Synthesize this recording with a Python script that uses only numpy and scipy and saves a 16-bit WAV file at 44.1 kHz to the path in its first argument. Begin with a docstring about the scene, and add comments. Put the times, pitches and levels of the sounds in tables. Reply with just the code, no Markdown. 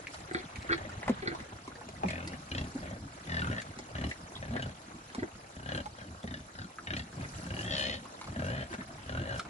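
"""A pig on the left grunts again and again: slow throat flaps ring its chest, throat, mouth and snout.
Around it smaller pigs hum briefly, jaws smack, hooves tap and a wooden trough is bumped on the right;
these are clicks and noise bursts sent through resonances, except the hums, which are sine tones.
The herd behind mutters, sniffs and shuffles in shaped noise. Sparse echoes suggest an open dirt pen."""
import sys
import numpy as np
from scipy import signal
from scipy.io import wavfile
from scipy.ndimage import uniform_filter1d

SR = 44100
rng = np.random.default_rng(int(sys.argv[2]) if len(sys.argv) > 2 else 0)


def dump(signal):
    """Clip the signal to [-1, 1] and save it as 16-bit WAV at the path in sys.argv[1]."""
    limited = np.clip(np.atleast_2d(signal).T, -1, 1)
    pcm = np.round(limited * 32767).astype(np.int16)
    wavfile.write(sys.argv[1], SR, pcm)


N = 418509  # length in samples


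def amp(db):
    """Turns decibels into a plain multiplier."""
    return 10 ** (np.asarray(db) / 20)


def to_unit_rms(x):
    """Scales a sound so that its average (RMS) level is 1."""
    return x / np.sqrt(np.mean(x ** 2) + 1e-20)


def to_unit_peak(x):
    """Scales a sound so that its highest peak is 1."""
    return x / (abs(x).max() + 1e-20)


def read_curve(points, hz):
    """Reads a curve of (pitch, value) points, with straight lines on a log pitch scale."""
    f, value = np.transpose(points)
    return np.interp(np.log(hz + 1), np.log(f + 1), value)


def resonate(x, hz, width):
    """One resonance, fixed or gliding: shifts the pitch hz down to zero, smooths, and shifts back."""
    turn = np.exp(2j * np.pi * np.cumsum(hz * np.ones(len(x))) / SR)
    r = np.exp(-np.pi * abs(width) / SR)
    smooth = signal.lfilter([1 - r], [1, -r], x / turn)
    return 2 * (turn * smooth).real


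def body(x, modes, factor=1):
    """A set of resonances, each applied twice so that the valleys between them stay dark."""
    total = 0
    for k, (f, w, db) in enumerate(modes):
        ringing = resonate(resonate(x, f * factor, 2 * w), f * factor, w)
        total = total + (-1) ** k * amp(db) * ringing  # neighbours have opposite signs
    return total


def puff(ms, click=2.7, rise=15):
    """A sharp click, and a burst of noise that rises fast and dies away over about ms."""
    u = np.arange(2600) / SR * 1000 / max(ms, .3)
    burst = rng.standard_normal(len(u)) * (1 - np.exp(-rise * u)) * np.exp(-u)
    return burst + click * (np.arange(len(u)) == 12)


def add(mix, s, sound, lead_ms, pan_db):
    """Places a sound: the left ear hears it lead_ms earlier and pan_db louder than the right."""
    for ear, side in zip(mix, (1, -1)):
        part = ear[round((s - side * lead_ms / 2000) * SR):][:len(sound)]
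        part += amp(side * pan_db / 2) * sound[:len(part)]


def murmur(spectrum, size, patchy_db, flicker_db, lead_ms):
    """Random short-time spectra with patches and flicker, partly alike in both microphones."""
    # left-right likeness: pitch_hz, likeness (1 = the same, 0 = unrelated)
    likeness = [(60, 0.74), (200, 1), (500, 0.92), (2000, 0.3), (5000, 0.13), (8000, 0.28), (11000, 0.32)]
    hop = size // 4
    frames, hz = N // hop + 5, np.fft.rfftfreq(size, 1 / SR)
    a, b, c, d, patches = rng.standard_normal((frames, len(hz), 5)).T
    patches = to_unit_rms(uniform_filter1d(uniform_filter1d(patches, 5, 0), 8, 1))
    flicker = to_unit_rms(uniform_filter1d(rng.exponential(1, frames) ** .7, 2) - .91)
    same = np.clip(read_curve(likeness, hz), -1, 1)[:, None]
    late = np.exp(-2j * np.pi * hz * lead_ms / 1000)[:, None]  # delays the shared part on the right
    left = a + 1j * b
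    right = same * late * left + np.sqrt(1 - same ** 2) * (c + 1j * d)
    z = np.array([left, right])
    z *= amp(read_curve(spectrum, hz)[:, None] + patchy_db * patches + flicker_db * flicker)
    return to_unit_rms(signal.istft(z, nperseg=size, noverlap=size - hop)[1][:, :N])


def herd(breath):
    """Far grunts blur to a mutter, with shuffles and sniffs; the near pig's breath swells the same noise."""
    # loudness of the herd over time: time_s, mutter_db, shuffle_db, sniff_db
    herd_levels = [(0.0, -53, -49.5, -57), (1.32, -47.5, -46.5, -58.5), (1.64, -52, -52.5, -59),
                   (2.77, -44.5, -50, -55), (3.01, -47, -54.5, -58.5), (3.3, -56, -48, -56.5),
                   (3.44, -56, -48.5, -53), (3.72, -49, -50.5, -58), (6.74, -54, -55, -59),
                   (7.1, -50, -54, -60), (7.36, -45, -48.5, -50.5), (7.77, -42.5, -64, -56.5),
                   (7.98, -52, -51, -57.5), (8.27, -48, -51, -55.5), (8.46, -56, -51, -58.5),
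                   (8.93, -46.5, -51.5, -57), (9.3, -76, -51, -58.5), (9.49, -44.5, -50.5, -64)]
    # separate sniffs and snorts of air: peak_s, level_db
    sniffs = [(.14, -55), (.99, -65), (1.4, -65), (2.11, -62), (2.75, -66), (4.1, -52), (4.34, -63.5),
              (5.76, -55), (6.98, -55), (7.13, -63), (7.61, -49.5), (7.8, -48), (8.46, -52), (8.72, -58),
              (9.38, -49)]
    # noise colours before overall scaling: pitch_hz, level_db (per Hz)
    mutter_colour = [(15, -53), (25, -42), (86, 9.5), (241, 2), (328, 3), (525, -33.5), (618, -4.5),
                     (1040, -17), (1200, -12), (1560, -21), (2640, -120)]
    shuffle_colour = [(200, -21), (450, 3.5), (650, 5.5), (900, 2.5), (1400, 3), (2500, -5.5), (4000, -8.5),
                      (5500, -41)]
    sniff_colour = [(2500, -38), (4000, 7.5), (6300, 7.5), (7700, 6.5), (8800, -2.5), (10000, 7),
                    (11000, -1.5)]
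    rise_s, fall_s = 0.02, 0.03  # of each separate sniff
    s, *columns = np.transpose(herd_levels)
    t = np.arange(N) / SR
    mutter, shuffle, sniff = (amp(np.interp(t, s, c)) for c in columns)
    for at, db in sniffs:
        sniff = sniff + amp(db) * np.exp(np.minimum((t - at) / rise_s, (at - t) / fall_s))
    mutter = np.hypot(mutter, breath[0])
    shuffle = np.hypot(shuffle, breath[1])
    return (mutter * murmur(mutter_colour, size=1024, patchy_db=4.5, flicker_db=0.05, lead_ms=0.1)
            + shuffle * murmur(shuffle_colour, size=256, patchy_db=3.5, flicker_db=-1.0, lead_ms=0.37)
            + sniff * murmur(sniff_colour, size=256, patchy_db=3.5, flicker_db=1.0, lead_ms=0.068))


def smack(s, db, hz, crack_db, thud_db):
    """A wet pop: a crisp crack and fizz, a brief ring of the mouth and a soft thud below."""
    t60_s, fizz_db, thud_hz = 0.038, -2, 217  # time for the pop to fall 60 dB; fizz over the crack
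    pop = puff(t60_s * 1000 / np.log(1000), click=5.4)
    ring = body(pop, [(hz, 330, 0)])
    crack = body(pop, [(2040, 280, 8.5), (3980, 1560, 1.0)])
    fizz = body(pop, [(6900, 2700, 0), (10120, 230, 0)])
    thud = body(pop, [(thud_hz, 60, 0), (1.59 * thud_hz, 120, -6)])
    parts = [(0, ring), (crack_db, crack), (crack_db + fizz_db, fizz), (thud_db, thud)]
    return s, sum(amp(db + part_db) * to_unit_peak(part) for part_db, part in parts)


def faint_smacks():
    """The rest of the chewing: quiet smacks at random moments and places."""
    count, level_db = 30, -45
    # start s, level dB, ring Hz, crack dB, thud dB, left lead ms
    low = [0, level_db - 5, 700, -18, -15, -.3]
    high = [N / SR - .1, level_db + 5, 1900, -5, 0, .3]
    return rng.uniform(low, high, (count, len(low)))


def bump(s, db, boom_db, ms, tilt_db):
    """A short scrape rattles and booms the trough's boards; tilt_db brightens or dulls the rattle."""
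    # resonances of the trough: pitch_hz, width_hz, level_db (the rattle's before its tilt)
    boom_modes = [(82, 76, -9), (250, 180, -18.5), (338.6, 54, 2), (441, 64, -6), (749, 29, -7)]
    rattle_modes = [(1500, 274, 19.5), (1950, 195, 17), (2240, 214, 11), (3370, 200, 2.5),
                    (3470, 550, -5.5), (4350, 500, -2.5)]
    boom_drag = 1.22  # the boom is driven this many times longer than the rattle
    lowest_hz = rattle_modes[0][0]
    tilted = [(f, w, mode_db + tilt_db * np.log2(f / lowest_hz)) for f, w, mode_db in rattle_modes]
    boom = body(puff(ms * boom_drag, click=0.66, rise=5.6), boom_modes)
    rattle = body(puff(ms, click=0.93, rise=2.1), tilted)
    return s, amp(db) * (to_unit_peak(rattle) + amp(boom_db) * to_unit_peak(boom))


def voiced(drive, modes, hz):
    """A group of resonances, its levels counted from the first one ringing at unit strength."""
    first = body(drive, [(*modes[0][:2], 0)], hz)
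    return body(drive, modes, hz) / np.sqrt(np.mean(first ** 2))


def grunt(rows, flaps, voice):
    """Each slow flap of the throat spits a puff through mouth and snout; the chest booms just after."""
    # chest and throat resonances: pitch_hz, width_hz, level_db
    chest_modes = [(80.8, 24, 7), (111, 21.3, 4), (165.6, 22, -5.5), (276.7, 49, -2.5)]
    throat_modes = [(571, 129, -3.5), (786, 17, -38)]
    # mouth and snout resonances: factor on the moving mouth or snout pitch, width_hz, level_db
    mouth_modes = [(0.992, 116, 6), (1.154, 190, -10), (0.902, 150, -5.5)]
    snout_modes = [(0.999, 160, -3.5), (0.819, 152, -6.5), (1.08, 140, -8), (1.21, 160, -12.5),
                   (1.39, 170, -9), (1.68, 180, -19), (2.1, 494, -25.5)]
    throat_follows_mouth = 0.52  # share of the mouth's level swings in the throat
    snout_follows_mouth, snout_wander = .3, .012  # share of pitch glides (as a power); drift, share of pitch
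    rumble_db, rasp_db = -8, -5  # low breath noise over the chest; high breath noise over the head

    s, *columns = np.transpose(rows)
    t = np.arange(s[0], s[-1], 1 / SR)
    chest_db, open_db, mouth_hz = (np.interp(t, s, c) for c in columns)
    (throat_db, mouth_db, snout_db, chest_hz, start_hz, end_hz,
     glide_at, glide_share, lower_db, upper_db, swell_db) = voice
    first, per_s, speed_up, fastest, rough_start, rough_end = flaps
    along = np.linspace(0, 1, len(t))
    rough = rough_start + (rough_end - rough_start) * along ** 1.5

    # snout pitch: its own glide, part of the mouth's glide, and a slow random drift
    glide = np.clip((along - glide_at) / max(glide_share, .05) + .5, 0, 1)
    drift = to_unit_rms(uniform_filter1d(uniform_filter1d(rng.standard_normal(len(t)), 2000), 2000))
    snout_hz = start_hz + (end_hz - start_hz) * glide
    snout_hz = snout_hz * (mouth_hz / mouth_hz.mean()) ** snout_follows_mouth
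    snout_hz = snout_hz * (1 + snout_wander * drift)

    # count the flaps: each whole turn is one flap
    wobble = to_unit_rms(uniform_filter1d(rng.standard_normal(len(t)), 900))
    rate = np.minimum(per_s + speed_up * np.maximum(t - first, 0), fastest)
    turns = np.cumsum(rate) / SR
    turns = turns - np.interp(first, t, turns)
    turns = np.maximum.accumulate(turns + .5 * rough ** 2 * wobble)  # rough flaps come unevenly
    flap = np.diff(np.floor(turns), prepend=np.floor(turns[0])) / np.sqrt(rate)
    flap *= amp(7.1 * rough * rng.standard_normal(len(t)))  # and with uneven strength
    since_ms = turns % 1 / rate * 1000  # time since the last flap

    # the head gets puffs of air and clicks; the chest gets the flaps 4.1 ms later
    air = rng.standard_normal((2, len(t)))
    spit = to_unit_rms(air[0] * (1.1 * rough ** 2 + since_ms / 1.8 * np.exp(-since_ms / 1.8)))
    clean_flap = (1 - rough) * to_unit_rms(flap)
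    drive = spit + 1.6 * clean_flap
    push = np.roll(clean_flap + 2.95 * rough * air[1], round(0.0041 * SR))
    chest = to_unit_rms(body(push, chest_modes))
    chest = chest + 0.87 * to_unit_rms(resonate(push, chest_hz, 25.0))

    swing_db = throat_follows_mouth * (open_db - open_db.mean())
    sides = [(f, w, db + (lower_db if f < 1 else upper_db)) for f, w, db in snout_modes[1:]]
    snout = snout_modes[:1] + sides
    snout_db = snout_db + swell_db * (along - .5)
    head = (amp(throat_db + swing_db) * voiced(drive, throat_modes, 1)
            + amp(mouth_db + open_db) * voiced(drive, mouth_modes, mouth_hz)
            + amp(snout_db + open_db) * voiced(drive, snout, snout_hz))
    effort = amp(chest_db) * signal.windows.tukey(len(t), .1)
    breath = effort * amp([rumble_db + 0 * t, rasp_db + open_db])
    return s[0], effort * to_unit_rms(chest), effort * head, breath


def hum(s, length, hz, glide, db):
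    """A few clean cycles of a closed-mouth voice, overtones weak."""
    peak_at, fade_db = .3, -22  # loudest at this share of the length; drop at both ends
    t = np.arange(0, length, 1 / SR)
    angle = 2 * np.pi * np.cumsum(hz + glide * t) / SR
    tone = np.sin(angle) + 0.15 * np.sin(2 * angle) + 0.15 * np.sin(3 * angle)
    fade = np.interp(t / length, [0, peak_at, 1], [1, 0, 1]) ** 2
    return s, np.sqrt(2) * amp(db + fade_db * fade) * tone * signal.windows.tukey(len(t), .3)


def yard(x):
    """Sparse echoes from ground, shed and fence, dying fast in the open air."""
    t = np.arange(6000) / SR
    signs = rng.choice([-1., 1.], (2, len(t)))
    chosen = rng.random((2, len(t))) < .04
    taps = signs * chosen * amp(-60 * t / 0.094) * (t > .003)  # falls 60 dB in 0.094 s
    taps = uniform_filter1d(taps, 3, axis=1)
    low_cut = signal.butter(1, 300, "high", fs=SR)
    echoes = signal.oaconvolve(x, taps / np.linalg.norm(taps[0]), axes=1)[:, :N]
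    return signal.lfilter(*low_cut, echoes)


def scene():
    """Places every near sound, then adds its echoes and the herd behind."""
    # path of each grunt, a list of points: time_s, chest_db, head_db (over the chest), mouth_pitch_hz
    efforts = [
        [(0.53, -82, -2, 1860), (0.55, -55, -19, 1900), (0.56, -52, -11, 1920), (0.588, -49, -28, 1890),
         (0.62, -65, -6, 1690), (0.64, -51, -7, 1690)],
        [(0.8, -45, -1, 1750), (0.842, -43, -25, 1830), (0.854, -51, 7, 1890), (0.874, -48, -43, 1680),
         (0.896, -47, -14, 1580), (0.96, -78, -22, 1776)],
        [(2.02, -42, -2, 1810), (2.044, -40.5, -11, 1840), (2.104, -38, -4, 1730), (2.16, -43.5, 0.5, 1800),
         (2.21, -45, -2, 1340), (2.284, -42, -7, 1340), (2.37, -47.5, -2, 1790)],
        [(2.5, -67, -6, 1750), (2.52, -43.5, -6, 1690), (2.534, -39.5, -14.5, 1720), (2.58, -40, -4, 1900),
         (2.61, -36.5, -17, 1860), (2.71, -46, -27, 1580)],
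        [(2.82, -33.5, -13, 1680), (2.874, -50, 6.5, 1950), (2.926, -42.5, -3, 1870), (2.942, -43.5, -9, 1740),
         (2.968, -59, 9, 1520), (2.99, -48, -11, 1500)],
        [(3.25, -43, -19, 1890), (3.3, -40, -8, 1870), (3.35, -37, -6.5, 1770), (3.4, -38.5, -1.5, 1750),
         (3.43, -34.5, -8.5, 1400), (3.475, -38, -7.5, 1380), (3.51, -31, -17, 1430)],
        [(3.495, -31, -49, 1700), (3.52, -38.5, -2.5, 1690), (3.555, -41.5, -14, 1700), (3.59, -44, -1.5, 1780),
         (3.63, -70, 1, 1750)],
        [(3.94, -45, 1, 1730), (3.964, -40, -2.5, 1720), (4.034, -35.5, -11, 1900), (4.038, -32, -7, 1900),
         (4.088, -38, -19, 1820), (4.12, -48, 13, 1870)],
        [(4.41, -50.5, 7, 1780), (4.484, -45, -10, 1650), (4.498, -37, -22, 1700), (4.572, -41, -0.5, 1680),
         (4.698, -42, -12.5, 1420), (4.73, -61, -22, 1840)],
        [(5.55, -63.5, -43, 1660), (5.564, -49.5, -6, 1800), (5.61, -48, -13.5, 1490), (5.696, -43, 0, 1694),
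         (5.794, -39.5, -3.5, 1530), (5.83, -49, -22, 1570)],
        [(5.97, -45, -11, 1560), (5.99, -50.5, 2.5, 1590), (6.048, -53, -3, 1610), (6.09, -51, -7, 1780),
         (6.11, -47, -37, 1720), (6.14, -60, -10, 1740)],
        [(6.23, -41, -14, 1780), (6.25, -43.5, -17.5, 1800), (6.278, -42, -8.5, 1860), (6.31, -43, -10.5, 1830),
         (6.336, -42.5, -6, 1790), (6.34, -47, 1, 1690), (6.424, -49, -32, 1660), (6.46, -80, -12, 1490)],
        [(6.55, -25, -4, 1520), (6.564, -62, -8, 1530), (6.59, -48, -6.5, 1640), (6.658, -44.5, -20, 1360),
         (6.674, -60, -35, 1510), (6.69, -67, -16, 1570)],
        [(6.86, -51, 13, 1790), (6.87, -51, 4.5, 1820), (6.922, -40.5, -4.5, 1600), (6.974, -40.5, -5.5, 1890),
         (7.012, -38.5, -14, 1820), (7.04, -52, -22, 1740)],
        [(7.14, -52, -11, 1570), (7.146, -54, -26, 1570), (7.156, -44, -16, 1520), (7.22, -38, -6, 1640),
         (7.258, -42.5, -7, 1500), (7.3, -61, -17, 1640)],
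        [(7.36, -51, -2, 1520), (7.44, -46.5, -7, 1560), (7.49, -42, -5.5, 1630), (7.6, -42, 0, 1710),
         (7.64, -42.5, -4.5, 1760), (7.71, -43, 4, 1830)],
        [(7.695, -44, -0.5, 1770), (7.73, -43.5, 2, 1840), (7.806, -48.5, 8.5, 1705), (7.86, -45, 4, 1890),
         (7.914, -43, 1, 1950), (7.95, -46, 1, 1850), (8.0, -47, -19, 1800)],
        [(8.25, -50, -18, 1550), (8.324, -39, -25, 1790), (8.344, -49, -4, 1780), (8.404, -34.5, -12, 1550),
         (8.46, -37, -10.5, 1500), (8.53, -38, -8.5, 1700), (8.624, -40, -5.5, 1690), (8.67, -50, -25, 1700)],
        [(8.69, -56, -8, 1670), (8.748, -48.5, 11.5, 1500), (8.764, -77, -10, 1620), (8.8, -44, -3, 1740),
         (8.814, -44, 0, 1790), (8.83, -52, -16, 1780)],
        [(9.05, -47, -15.5, 1650), (9.095, -41, -4, 1670), (9.125, -38, -12, 1460), (9.174, -37, -8, 1480),
         (9.224, -36.5, -13.5, 1630), (9.278, -41.5, -4.5, 1690), (9.34, -41.5, -4, 1570),
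         (9.41, -44, -9, 1490)],
    ]
    # flapping of each grunt: first_flap_s, flaps per s, speed-up (flaps per s per s), fastest flaps per s,
    # roughness at start and at end (0-1)
    flappings = [(.575, 31, 0, 31, .4, .55), (.814, 29.4, 0, 30, .4, .55), (2.034, 40, 15, 45, .04, .15),
                 (2.515, 28.5, 54, 40, .06, .2), (2.83, 38, 0, 38, .3, .45), (3.272, 43, -28, 43, .07, .2),
                 (3.512, 57, 0, 57, .15, .2), (3.953, 32, 60, 42, .05, .2), (4.426, 38.5, -36, 39, .07, .2),
                 (5.565, 30.5, 25, 38, .06, .2), (5.985, 33, 0, 33, .35, .5), (6.24, 28, 36, 36, .05, .25),
                 (6.56, 35, 0, 35, .35, .5), (6.872, 29.5, 54, 38, .04, .2), (7.17, 27, 0, 27, .4, .55),
                 (7.505, 25, 250, 62, .05, .25), (7.708, 69, 0, 69, .08, .42),
                 (8.361, 26, 240, 66, .1, .33), (8.705, 40, 0, 40, .45, .6), (9.061, 28, 135, 60, .08, .42)]
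    # voice of each grunt: throat_db (over the chest), mouth_db and snout_db (over the head's level),
    # chest_pitch_hz, snout_start_hz, snout_end_hz, middle and length of the snout's glide (shares of the
    # grunt), lower_side_db and upper_side_db (snout resonances), snout_swell_db (start to end)
    voices = [(-26, -10, -15, 75, 2900, 2400, .5, .9, 0, 0, 0),
              (-3, -4, -11, 116, 890, 1000, .5, .9, -6, -4, -6.5),
              (-4.5, -13.5, -3, 184, 2330, 2830, 0.47, .2, -2, -9, -6),
              (-9, -3.5, 1, 117, 2940, 3300, 0.28, .5, 4, 2.5, -12),
              (-2.5, -15, -15.5, 173, 2100, 3700, 0.41, 1, -3, -3, -13),
              (-12, -2, -5.5, 163, 3400, 2700, 0.63, 0.16, 1, 1.5, -4),
              (-3, 2, -4, 202, 2700, 3300, 0.52, 0.57, 1, 2.5, 10),
              (-7.5, -10.5, -6, 126, 2860, 2880, .5, .9, -4, -1, 4),
              (-4, -7.5, -10.5, 130, 2500, 3600, 0.52, .9, -3, 2, -1),
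              (-3, -5, -4, 123, 2920, 2950, .5, .9, -5, 1.5, 8),
              (-4, -9, -13.5, 184, 4100, 3100, 0.58, .9, 5, 1, -5),
              (-12.5, -3, 2.5, 119, 3680, 3500, .5, 0.81, -3, -6, 17),
              (-16, 1.5, -6.5, 183, 3600, 2770, 0.52, 0.83, 6, 12.5, 0),
              (-8, -4, -1.5, 173, 2570, 3400, 0.52, 0.62, 4, 3, 5.5),
              (-15, -17, -9, 167, 2500, 2530, .5, .9, 4, -1, 0),
              (-7, -9, -3.5, 170, 2830, 3300, .78, 0.18, -5, -9, 9.5),
              (3.5, -7, 4.5, 202, 3300, 3080, .2, .3, -7, 0, -1.5),
              (-4, -4, -4.5, 144, 2860, 3050, .65, .4, -3, -3.5, 4),
              (-24, -6.5, -8, 200, 2430, 2070, 0.53, .9, -7, -8, -3),
              (-3, -3.5, -4, 131, 2930, 2870, 0.46, .9, -7, -1.5, -2)]
    # short hums of smaller pigs: start_s, length_s, pitch_hz, glide_hz_per_s, level_db
    hums = [(1.087, 0.055, 290, -3200, -29.5), (2.035, 0.061, 176.7, 150, -29.5),
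            (2.751, 0.026, 261, 1, -33.5), (4.506, 0.085, 206, 1001.5, -36), (5.18, 0.018, 238, 7.5, -30.5),
            (5.219, 0.034, 306, 30.5, -30), (6.241, 0.027, 240, -800, -36.5),
            (8.356, 0.036, 225, -500, -40), (7.455, 0.069, 175, 10, -39.5), (8.7, 0.051, 365, -1200, -44.5),
            (1.769, .06, 479, -4, -53), (.575, .04, 75, 0, -41), (8.782, 0.027, 206, 6, -38.5)]
    # trough bumps: start_s, rattle_peak_db, boom_db (over the rattle), scrape_ms, tilt_db (per octave)
    bumps = [(0.3107, -28, -2, 1.2, -3), (0.3464, -18, -6.5, 1.45, 8.5), (0.353, -26, -6, 1.4, 10),
             (.366, -35.5, 4, 4, 17), (0.385, -36, -3, 3.8, 17), (.394, -35.5, 1, 4.5, 10),
             (0.691, -23.5, -7.5, 6.4, -29), (0.7038, -21.5, -4.5, 5, -6), (0.7157, -25, 0.5, 7.1, 12),
             (0.7258, -15, -13.5, 5.2, 6), (0.7416, -35, 5, 5.2, 20), (1.22, -35, 3.5, 6.7, 9),
             (1.255, -34.5, 2, 6, 0), (1.273, -20, -7.5, 4, 9.5), (1.295, -36, -1, 6.7, 1),
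             (1.3139, -29, -1, 6.6, 1), (5.187, -37.5, 1.5, 8, 12), (5.229, -27.5, 4.5, 1.9, -3),
             (7.247, -35, -16, 3.2, 0)]
    # jaw smacks and hoof taps: start_s, ring_peak_db, ring_hz, crack_db and thud_db (over the ring),
    # left_lead_ms
    smacks = [(0.07, -28.5, 2190, -14, -37, -0.034), (0.143, -37.5, 786, 3, -43, 0.28),
              (.335, -40.5, 8100, -1, -30, 0), (0.558, -36.5, 2200, -3, -18, -0.45),
              (0.623, -46, 4280, 4, -30, 0), (0.645, -41, 1840, -11, -9, -0.2),
              (0.778, -33, 1770, -10, -11, 0.35), (0.892, -37.5, 1400, -8, -12, 0.13),
              (0.918, -44, 1900, -5, -21, -0.026), (1.0295, -32.5, 1900, -12, -31, 0.089),
              (1.031, -34, 760, -30, -20, .12), (1.06, -46, 1850, -11, -29.5, 0.044),
              (1.0795, -27.5, 1840, -11, -30, .11), (1.08, -22.5, 674, -13, -29, 0.14),
              (1.0945, -24.5, 600, -10, 3, 0.13), (1.349, -31, 830, -11, -24, 0.37),
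              (1.402, -38.5, 1830, -4, 1.5, 0.13), (1.522, -37.5, 770, -25, -8, 0.3),
              (1.677, -35.5, 1030, -7, 0.5, 0.14), (1.716, -40, 1360, -27, -31, 0.13),
              (1.812, -37, 820, -30, -12, -0.042), (1.888, -36, 670, -4, -14, 0.4),
              (2.02, -42, 765, -22, -17, .3), (2.034, -21, 720, -38, -5.5, 0.46),
              (2.085, -29, 2260, -5.5, -18, 0.47), (2.105, -36.5, 2280, 5, -20, 0.1),
              (2.275, -39.5, 5000, 7.5, -24, 0.22), (2.333, -35.5, 1740, -9, -1, 0.38),
              (3.618, -37, 1650, -1.5, -30, 0), (3.788, -38.5, 690, 4, -3.5, -0.25),
              (4.113, -28, 2010, -19, -15, 0.18), (4.354, -36.5, 3400, -25, -30, 0.095),
              (4.364, -37, 3600, -25, -30, .16), (4.555, -27.5, 457, -25, -10, 0.36),
              (4.564, -30.5, 1770, -17, 1, 0.14), (4.623, -32.5, 2920, -5.5, -10, 0.29),
              (5.148, -30.5, 990, -3, -8.5, -0.3), (5.858, -31, 714, -10, -22, -0.34),
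              (6.23, -44, 3380, -3, -20, 0), (6.239, -35.5, 550, -18, -0.5, 0.32),
              (6.785, -30, 1410, -27, -28, 0.086), (7.128, -42, 1400, -13, -2, -0.021),
              (8.213, -35, 1050, -4.5, -18, 0.088), (8.242, -41.5, 980, 1, -20, 0.093),
              (8.272, -37.5, 1030, -6, -27, -0.16), (8.739, -37.5, 710, -1, 1, 0.22),
              (9.382, -49, 5460, 0, -30, 0), (9.395, -26, 1370, -5, -23, -0.043),
              (9.451, -40, 1170, -9, -17, -0.014)]
    near, breath = np.zeros((2, 2, N))
    for rows, flaps, voice in zip(efforts, flappings, voices):
        s, chest, head, air = grunt(rows, flaps, voice)
        add(near, s, chest, lead_ms=.25, pan_db=.5)
        add(near, s, head, lead_ms=0.34, pan_db=2.5)  # the treble is shadowed on the far side
        breath[:, round(s * SR):][:, :len(head)] += air
    for row in hums:
        add(near, *hum(*row), lead_ms=0.05, pan_db=-1.5)
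    for row in bumps:
        add(near, *bump(*row), lead_ms=-0.325, pan_db=0.0)
    for *row, lead_ms in [*smacks, *faint_smacks()]:
        add(near, *smack(*row), lead_ms=lead_ms, pan_db=2.4 * lead_ms)
    return near + amp(-9) * yard(near) + herd(breath)


def record(dry):
    """The microphone pair is near mono in the bass; then the treble is cut off above 11250 Hz."""
    mid, side = (dry[0] + dry[1]) / 2, (dry[0] - dry[1]) / 2
    side = side - .72 * signal.filtfilt(*signal.butter(3, 230, fs=SR), side)
    pair = np.array([mid + side, mid - side])
    treble_cut = signal.firwin(151, 11250, window=("kaiser", 8), fs=SR)
    return signal.oaconvolve(pair, treble_cut[None], "same")


dry = scene()
out = record(dry)
dump(out)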